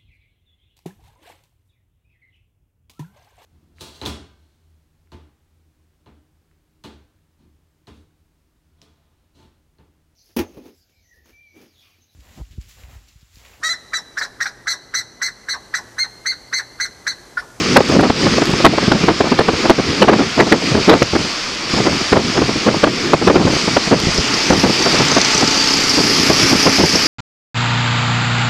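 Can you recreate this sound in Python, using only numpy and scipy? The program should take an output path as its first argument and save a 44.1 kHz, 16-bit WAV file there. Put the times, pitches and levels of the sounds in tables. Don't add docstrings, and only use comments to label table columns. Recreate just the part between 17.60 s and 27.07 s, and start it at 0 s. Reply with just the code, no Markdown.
import sys
import numpy as np
from scipy import signal
from scipy.fft import rfft, irfft, next_fast_len
from scipy.io import wavfile
from scipy.ndimage import uniform_filter1d, map_coordinates

SR = 44100
rng = np.random.default_rng(int(sys.argv[2]) if len(sys.argv) > 2 else 0)


def generate_wav(signal):
    frames = np.transpose(np.atleast_2d(signal))
    scaled = np.clip(frames, -1, 1) * 32767
    pcm = np.round(scaled).astype(np.int16)
    wavfile.write(sys.argv[1], SR, pcm)


N = 417627

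# (time [s], relative level [dB])
RUMBLE_LEVELS = [(0, -22), (1.9, -23.5), (2.9, -26.5), (3.45, -31), (3.68, -32.5), (4.08, -29.5),
                 (4.2, -29.5), (5.8, -25), (6.1, -28.5), (8.15, -28.5), (8.85, -24), (9.47, -25)]


def amp(db):
    return 10 ** (np.asarray(db) / 20)


def unit(x):
    return x / np.sqrt(np.mean(x ** 2) + 1e-20)


def curves(rows):
    times, *columns = np.transpose(rows)
    return [np.interp(np.arange(N) / SR, times, column) for column in columns]


def wobble(rate):
    return map_coordinates(rng.standard_normal(2048), [np.arange(N) * rate / SR], mode="wrap")


def filtered(x, response):
    size = next_fast_len(len(x) + 4096)
    return irfft(rfft(x, size) * response(np.fft.rfftfreq(size, 1 / SR)), size)[:len(x)]


def coloured(x, spectrum):
    points_hz, db = np.transpose(spectrum)
    return filtered(x, lambda hz: amp(np.interp(np.log(hz + 1), np.log(points_hz + 1), db)))


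def rush(spectrum, patchy_db):
    cells = signal.stft(rng.standard_normal(N), nperseg=512)[2]
    patches = uniform_filter1d(rng.standard_normal(cells.shape), size=6, axis=0)
    patches = uniform_filter1d(patches, size=12, axis=1)
    noise = signal.istft(cells * amp(patchy_db * unit(patches)), nperseg=512)[1][:N]
    return unit(coloured(noise, spectrum))


def ringing(samples, centre_hz, width_hz):
    return filtered(rng.standard_normal(samples), lambda hz: 1 / (1 + ((hz - centre_hz) / width_hz) ** 2))


def slipstream():
    # (time [s], relative level [dB], length [s], centre [Hz])
    buffets = [(.161, 4, 0.022, 498), (.178, -7, 0.017, 329), (.204, -2.5, .015, 541),
               (.301, -15.5, 0.075, 304), (.343, -9, 0.059, 224.7), (.388, -7, 0.031, 309),
               (.426, -8.5, 0.038, 390), (.499, -5, 0.01, 365), (.633, -17.5, 0.057, 286.5),
               (.663, -7.5, 0.016, 346), (.773, -12.5, 0.027, 283.4), (.814, -10, 0.023, 392),
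               (.891, -13.5, 0.02, 240), (1.001, -14, 0.013, 287), (1.046, 4, 0.018, 561.5),
               (1.06, 0.5, 0.019, 378.6), (1.125, -13.5, 0.03, 279), (1.177, -10, 0.018, 425),
               (1.222, -17, .025, 298), (1.276, -8.5, 0.023, 181.5), (1.312, -5.5, 0.028, 399),
               (1.343, -10, 0.023, 228), (1.405, -20.5, 0.048, 251), (1.476, -6.5, 0.039, 331),
               (1.604, -6, 0.017, 461), (1.67, -14, 0.011, 333), (1.716, -5.5, .018, 419),
               (1.787, -2.5, 0.015, 443.4), (1.803, -8.5, 0.021, 416.5), (1.881, -8, 0.023, 341),
               (1.93, -15, 0.019, 263.4), (2.047, -14, 0.036, 400), (2.094, 3, 0.022, 467),
               (2.182, -8, 0.024, 335.5), (2.28, -19.5, 0.024, 222.6), (2.415, -2.5, 0.034, 419),
               (2.477, -3, 0.038, 473), (2.52, -7.5, 0.043, 377.6), (2.585, -10.5, 0.044, 371),
               (2.774, -10.5, 0.034, 359.5), (2.796, -4.5, 0.035, 443), (2.865, -15.5, 0.023, 342),
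               (2.919, -1, 0.03, 486), (3.11, -16.5, 0.067, 160.3), (3.148, -10, 0.013, 384),
               (3.167, -11, 0.026, 352), (3.282, -1, 0.059, 427.4), (3.324, -4.5, 0.035, 442),
               (3.419, -2.5, 0.015, 320), (3.53, -14.5, 0.019, 199.6), (3.549, -9.5, 0.025, 395),
               (3.582, -21, 0.041, 258), (4.137, -13, 0.012, 273.5), (4.164, -19, 0.055, 312.4),
               (4.201, -11, 0.0097, 331), (4.25, -12, 0.056, 331), (4.32, -18.5, 0.021, 284),
               (4.403, -19, 0.019, 260), (4.522, -1, 0.02, 441), (4.554, -7, 0.041, 352),
               (4.771, -10.5, 0.026, 427), (4.806, -11.5, 0.041, 252), (4.88, -15.5, 0.036, 287.6),
               (4.955, -17.5, 0.022, 230.6), (5.064, -8, 0.051, 358.3), (5.135, -15, 0.02, 338),
               (5.232, -4, 0.026, 474), (5.262, -10, 0.026, 398), (5.532, -1.5, .019, 436.5),
               (5.612, -14, 0.027, 300), (5.671, -0.5, 0.0204, 367), (5.692, -5.5, 0.036, 347),
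               (5.739, -6, 0.059, 328.6), (5.789, -10.5, 0.041, 340), (5.849, -7, 0.016, 163),
               (5.862, -12.5, 0.047, 324), (5.964, -15, 0.011, 290), (6.076, -12, 0.015, 303),
               (6.165, -4.5, 0.016, 496), (6.265, -20.5, 0.031, 246), (6.313, -5, 0.04, 363.6),
               (6.469, -12, 0.023, 155.5), (6.582, -12, 0.019, 153.3), (6.901, -5, 0.015, 257.7),
               (6.908, -11.5, 0.043, 449), (7.035, -8.5, 0.03, 304.7), (7.058, -13.5, 0.025, 325.4),
               (7.093, -12, 0.018, 297), (7.252, -13.5, 0.037, 443), (7.325, -18, 0.056, 347.4),
               (7.395, -11.5, 0.039, 325.5), (7.515, -14.5, 0.017, 281), (7.564, -9, 0.031, 420),
               (7.819, -11.5, 0.027, 348.6), (8.375, -13.5, 0.038, 346), (8.695, -9, 0.036, 270),
               (8.818, -16.5, 0.038, 248), (8.912, -9.5, 0.031, 300), (8.948, -11.5, 0.012, 327),
               (9.055, -9.5, 0.041, 482), (9.198, -9.5, 0.028, 290), (9.227, -10.5, 0.034, 261.6),
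               (9.335, -18, 0.048, 277.5)]
    # (frequency [Hz], level [dB])
    eddy_spectrum = [(15, -51), (45, -12.5), (100, -7), (200, 1.5), (300, 0), (450, -5), (800, -11),
                     (1400, -20), (2500, -32.5), (5000, -56), (10000, -96)]
    eddy_hz = 257.5
    rise, fall = .27, .52
    wake_db, wake_s = -18, 0.032
    lead = SR // 20
    air = np.zeros(N + SR)
    t = (np.arange(SR // 5) - lead) / SR
    sputter = amp(2.79 * np.clip(wobble(170), -2, 1.2))
    snaps = amp(10.0 * np.clip(wobble(700), -2, 1.2))
    tear_spectrum = [(500, 2.0), (1300, 8.5), (3000, 0.0), (4500, -1), (9000, -37), (14000, -50)]
    tearing = unit(sputter * snaps * rush(tear_spectrum, patchy_db=5.0))
    for s, db, length, centre_hz in list(buffets) + small_eddies(count=24):
        start = max(round(s * SR), 0)
        age = t / length - .3
        swell = np.where(age < 0, np.exp(-(age / rise) ** 2), 1 / (1 + np.abs(age / fall) ** 2.37))
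        wake = (age > 0) * amp(wake_db) * np.exp(-np.abs(t - length) / wake_s)
        swell = np.maximum(swell, wake)
        speed = swell * np.resize(sputter[start:], len(t))
        travel = np.cumsum(np.clip(speed, .15, 2.5) ** .38) * centre_hz / eddy_hz
        swirls = coloured(rng.standard_normal(len(t)), eddy_spectrum)
        push = unit(speed * map_coordinates(swirls, [travel], mode="wrap")) * np.sqrt(np.mean(swell ** 2))
        tear_gain = np.minimum(amp(db + 2.0) * swell, 1.9) ** 2.27
        crackle = tear_gain * np.resize(tearing[start:], len(t))
        air[start:][:len(t)] += amp(db + 3.0) * push + amp(-7.5) * crackle
    return air[lead:][:N]


def small_eddies(count):
    place, weakness, size, pace = rng.standard_normal((count, 4)).T
    times = (np.arange(count) + place % 1) / count * N / SR
    db = np.interp(times, *np.transpose(RUMBLE_LEVELS)) + 8.5 - 2 * weakness
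    length_s = 0.022 * np.exp(0.38 * size)
    centre_hz = 251.2 * np.exp(.25 * pace)
    return list(zip(times, db, length_s, centre_hz))


def tyres():
    # (time [s], spray [dB], tread [dB])
    tyre_levels = [(0, -24, -22), (0.3, -21.5, -20.5), (0.54, -29.5, -24.5), (0.61, -23.5, -21.5),
                   (.78, -22.5, -20.5), (.86, -26, -23.5), (1.0, -24, -20.5), (1.55, -26, -22.5),
                   (1.8, -27.5, -22.5), (2.0, -25.5, -22), (2.55, -27, -22.5), (2.75, -26, -24),
                   (3.0, -23.5, -22), (3.2, -23.5, -21), (3.7, -24.5, -24.5), (4.07, -28, -26.5),
                   (4.12, -23, -21.5), (4.5, -23.5, -23), (5.4, -25.5, -23.5), (5.82, -24, -22.5),
                   (5.95, -22, -22), (6.4, -22, -22), (7.5, -19, -18), (8.3, -18, -22), (8.9, -18.5, -18.5),
                   (9.47, -20, -21)]
    # (frequency [Hz], level [dB])
    roar_spectrum = [(300, -7), (600, -1), (950, -1.5), (1200, 4), (1600, -0.5), (2300, 3), (3000, -1),
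                     (3700, -2), (5000, -4.5), (9000, -122)]
    # (frequency [Hz], level [dB])
    hiss_spectrum = [(1500, -12), (3000, -3), (3900, -7), (4500, 2.5), (5150, 3), (5800, -2), (7000, -8.5),
                     (8300, -16.5), (10000, -26), (11800, -42), (13100, -29), (14200, -50)]
    spray_db, tread_db = curves(tyre_levels)
    film_db = 0.5 * wobble(12)
    roar = amp(tread_db) * rush(roar_spectrum, patchy_db=1.0)
    spray = amp(spray_db) * rush(hiss_spectrum, patchy_db=1.47)
    droplets = (rng.random(N) < 500 / SR) * rng.standard_normal(N)
    patter = amp(spray_db - 9.0) * unit(coloured(droplets, hiss_spectrum))
    return amp(film_db) * (roar + spray + patter)


def road():
    # (frequency [Hz], level [dB])
    rumble_spectrum = [(20, -47), (60, -13.5), (110, -7.5), (200, 0), (330, 1), (480, -5.5), (700, -27),
                       (1200, -47), (3000, -94)]
    rumble_db, = curves(RUMBLE_LEVELS)
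    return amp(rumble_db + 3.0 + 1.3 * wobble(12)) * rush(rumble_spectrum, patchy_db=3.5)


def rickshaw():
    # (time [s], firing rate [Hz])
    firing_rates = [(6.2, 30.95), (7.0, 30.95), (7.9, 30.5), (8.5, 30.45), (9.47, 30.15)]
    # (time [s], exhaust thump [dB], rasp [dB], piston slap [dB])
    engine_levels = [(6.2, -32, -55, -62), (6.55, -33, -49, -33), (7, -34, -30.5, -35.5),
                     (7.6, -30.5, -36.5, -27), (8, -28.5, -32, -29.5), (8.4, -27, -25.5, -31),
                     (8.8, -28, -21.5, -35), (9.47, -30.5, -24.5, -30)]
    # (frequency [Hz], level [dB])
    rasp_spectrum = [(400, -21), (900, -52), (1450, -8), (2000, -4.5), (2800, -8), (3700, -29), (4750, 4),
                     (5700, -2), (6600, -14), (8000, -30), (10500, -19.5), (13300, -27), (14500, -35)]
    # (frequency [Hz], level [dB])
    slap_spectrum = [(2000, -21), (3600, -9), (5200, 3), (6300, -1.5), (9000, -27), (14000, -49)]
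    start_s, uneven_cycles = 6.254, 0.008
    firing_hz, = curves(firing_rates)
    thump_db, rasp_db, slap_db = curves(engine_levels)
    steady_cycle = np.cumsum(firing_hz * (np.arange(N) / SR > start_s)) / SR
    cycle = np.maximum.accumulate(steady_cycle + uneven_cycles * wobble(9) * (steady_cycle > 1))
    pulses = np.diff(np.floor(cycle), prepend=0) * amp(1.5 * rng.standard_normal(N))
    since = cycle % 1 / firing_hz
    burst = (1 - np.exp(-since / 0.00064)) * np.exp(-since / 0.048) * amp(0.93 * wobble(30))
    force = amp(1.4 * np.clip(wobble(30), -2, 1))
    knock = (1 - np.exp(-since / 0.00032)) * np.exp(-since / 0.0041) * force
    thump = amp(thump_db) * unit(filtered(pulses, exhaust_pipe))
    rasp = amp(rasp_db) * unit(burst * rush(rasp_spectrum, patchy_db=2.0))
    slap = amp(slap_db) * unit(knock * rush(slap_spectrum, patchy_db=5.0))
    return thump + rasp + slap + gear_whine(steady_cycle)


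def exhaust_pipe(hz):
    # (frequency [Hz], width [Hz], level [dB])
    modes = [(133, 19, -3.5), (265, 21, 5), (336, 53, -4.5), (433, 19, -0.5), (860, 20, -5.5),
             (1318, 30, -9)]
    return sum((-1) ** k * amp(db) * 1j * hz * width / (centre ** 2 - hz ** 2 + 1j * hz * width)
               for k, (centre, width, db) in enumerate(modes))


def gear_whine(cycle):
    # (multiple of the firing rate, relative level [dB])
    tones = [(14.5, -7), (28, 3), (29, 7), (43, -17)]
    # (time [s], level [dB])
    whine_levels = [(6.2, -70), (6.8, -44), (7.4, -37.5), (7.95, -37), (8.4, -49), (9.47, -51)]
    whine_db, = curves(whine_levels)
    shaft = cycle + 0.0016 * wobble(9)
    return sum(amp(whine_db + db + 1.1 * wobble(1.9)) * np.sin(2 * np.pi * multiple * shaft)
               for multiple, db in tones)


def whistle(centre_hz, width_hz):
    # (time [s], level [dB])
    whistle_levels = [(6.8, -62), (7.1, -25), (7.33, -23), (7.45, -60), (8, -19), (8.4, -52), (9.47, -43)]
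    whistle_db, = curves(whistle_levels)
    return amp(whistle_db) * unit(ringing(N, centre_hz, width_hz))


def rattle(ring_hz, width_hz, t60):
    # (time [s], peak level [dB])
    strikes = [(6.545, -9), (6.578, -7), (6.74, -8), (6.997, -10), (8.296, -4), (9.354, -2)]
    chinks, t = np.zeros(N), np.arange(SR // 20) / SR
    for s, db in strikes:
        ring = ringing(len(t), ring_hz, width_hz) * amp(-60 * t / t60)
        chinks[round(s * SR):][:len(t)] += amp(db) * ring / np.abs(ring).max()
    return chinks


def ticks(t60):
    # (time [s], relative level [dB])
    tick_levels = [(.29, -13), (.412, -11), (.838, -18), (0.856, -8), (.872, -14), (0.903, -14),
                   (.915, -17), (3.429, -4), (6.401, -7)]
    bursts, t = np.zeros(N), np.arange(SR // 50) / SR
    for s, db in tick_levels:
        bursts[round(s * SR):][:len(t)] += amp(db - 60 * t / t60) * rng.standard_normal(len(t))
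    return coloured(bursts, [(1000, 5), (5000, 7.0), (14000, -14)])


def scene():
    alongside = rickshaw() + whistle(centre_hz=4650, width_hz=62)
    alongside += rattle(ring_hz=5240, width_hz=350, t60=0.052)
    return (road() + tyres() + slipstream() + ticks(t60=0.0051) + alongside)[None]


def gain_control(x, threshold_db, slope, recovery_db_per_s, attack_s):
    level_db = 10 * np.log10(np.abs(uniform_filter1d(x ** 2, size=220)) + 1e-9)
    climb_db = recovery_db_per_s * np.arange(N) / SR
    cut_db = np.maximum.accumulate(slope * np.maximum(level_db - threshold_db, 0) + climb_db) - climb_db
    pole = np.exp(-1 / (attack_s * SR))
    return x * amp(-signal.lfilter([1 - pole], [1, -pole], cut_db))


def record(dry):
    top_hz = 14600
    held = gain_control(dry[0], threshold_db=-12, slope=0.31, recovery_db_per_s=36, attack_s=0.0044)
    clipped = held / (1 + np.abs(held) ** 24) ** (1 / 24)
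    return filtered(clipped, lambda hz: 1 / (1 + (hz / top_hz) ** 60))[None]


dry = scene()
out = record(dry)
generate_wav(out)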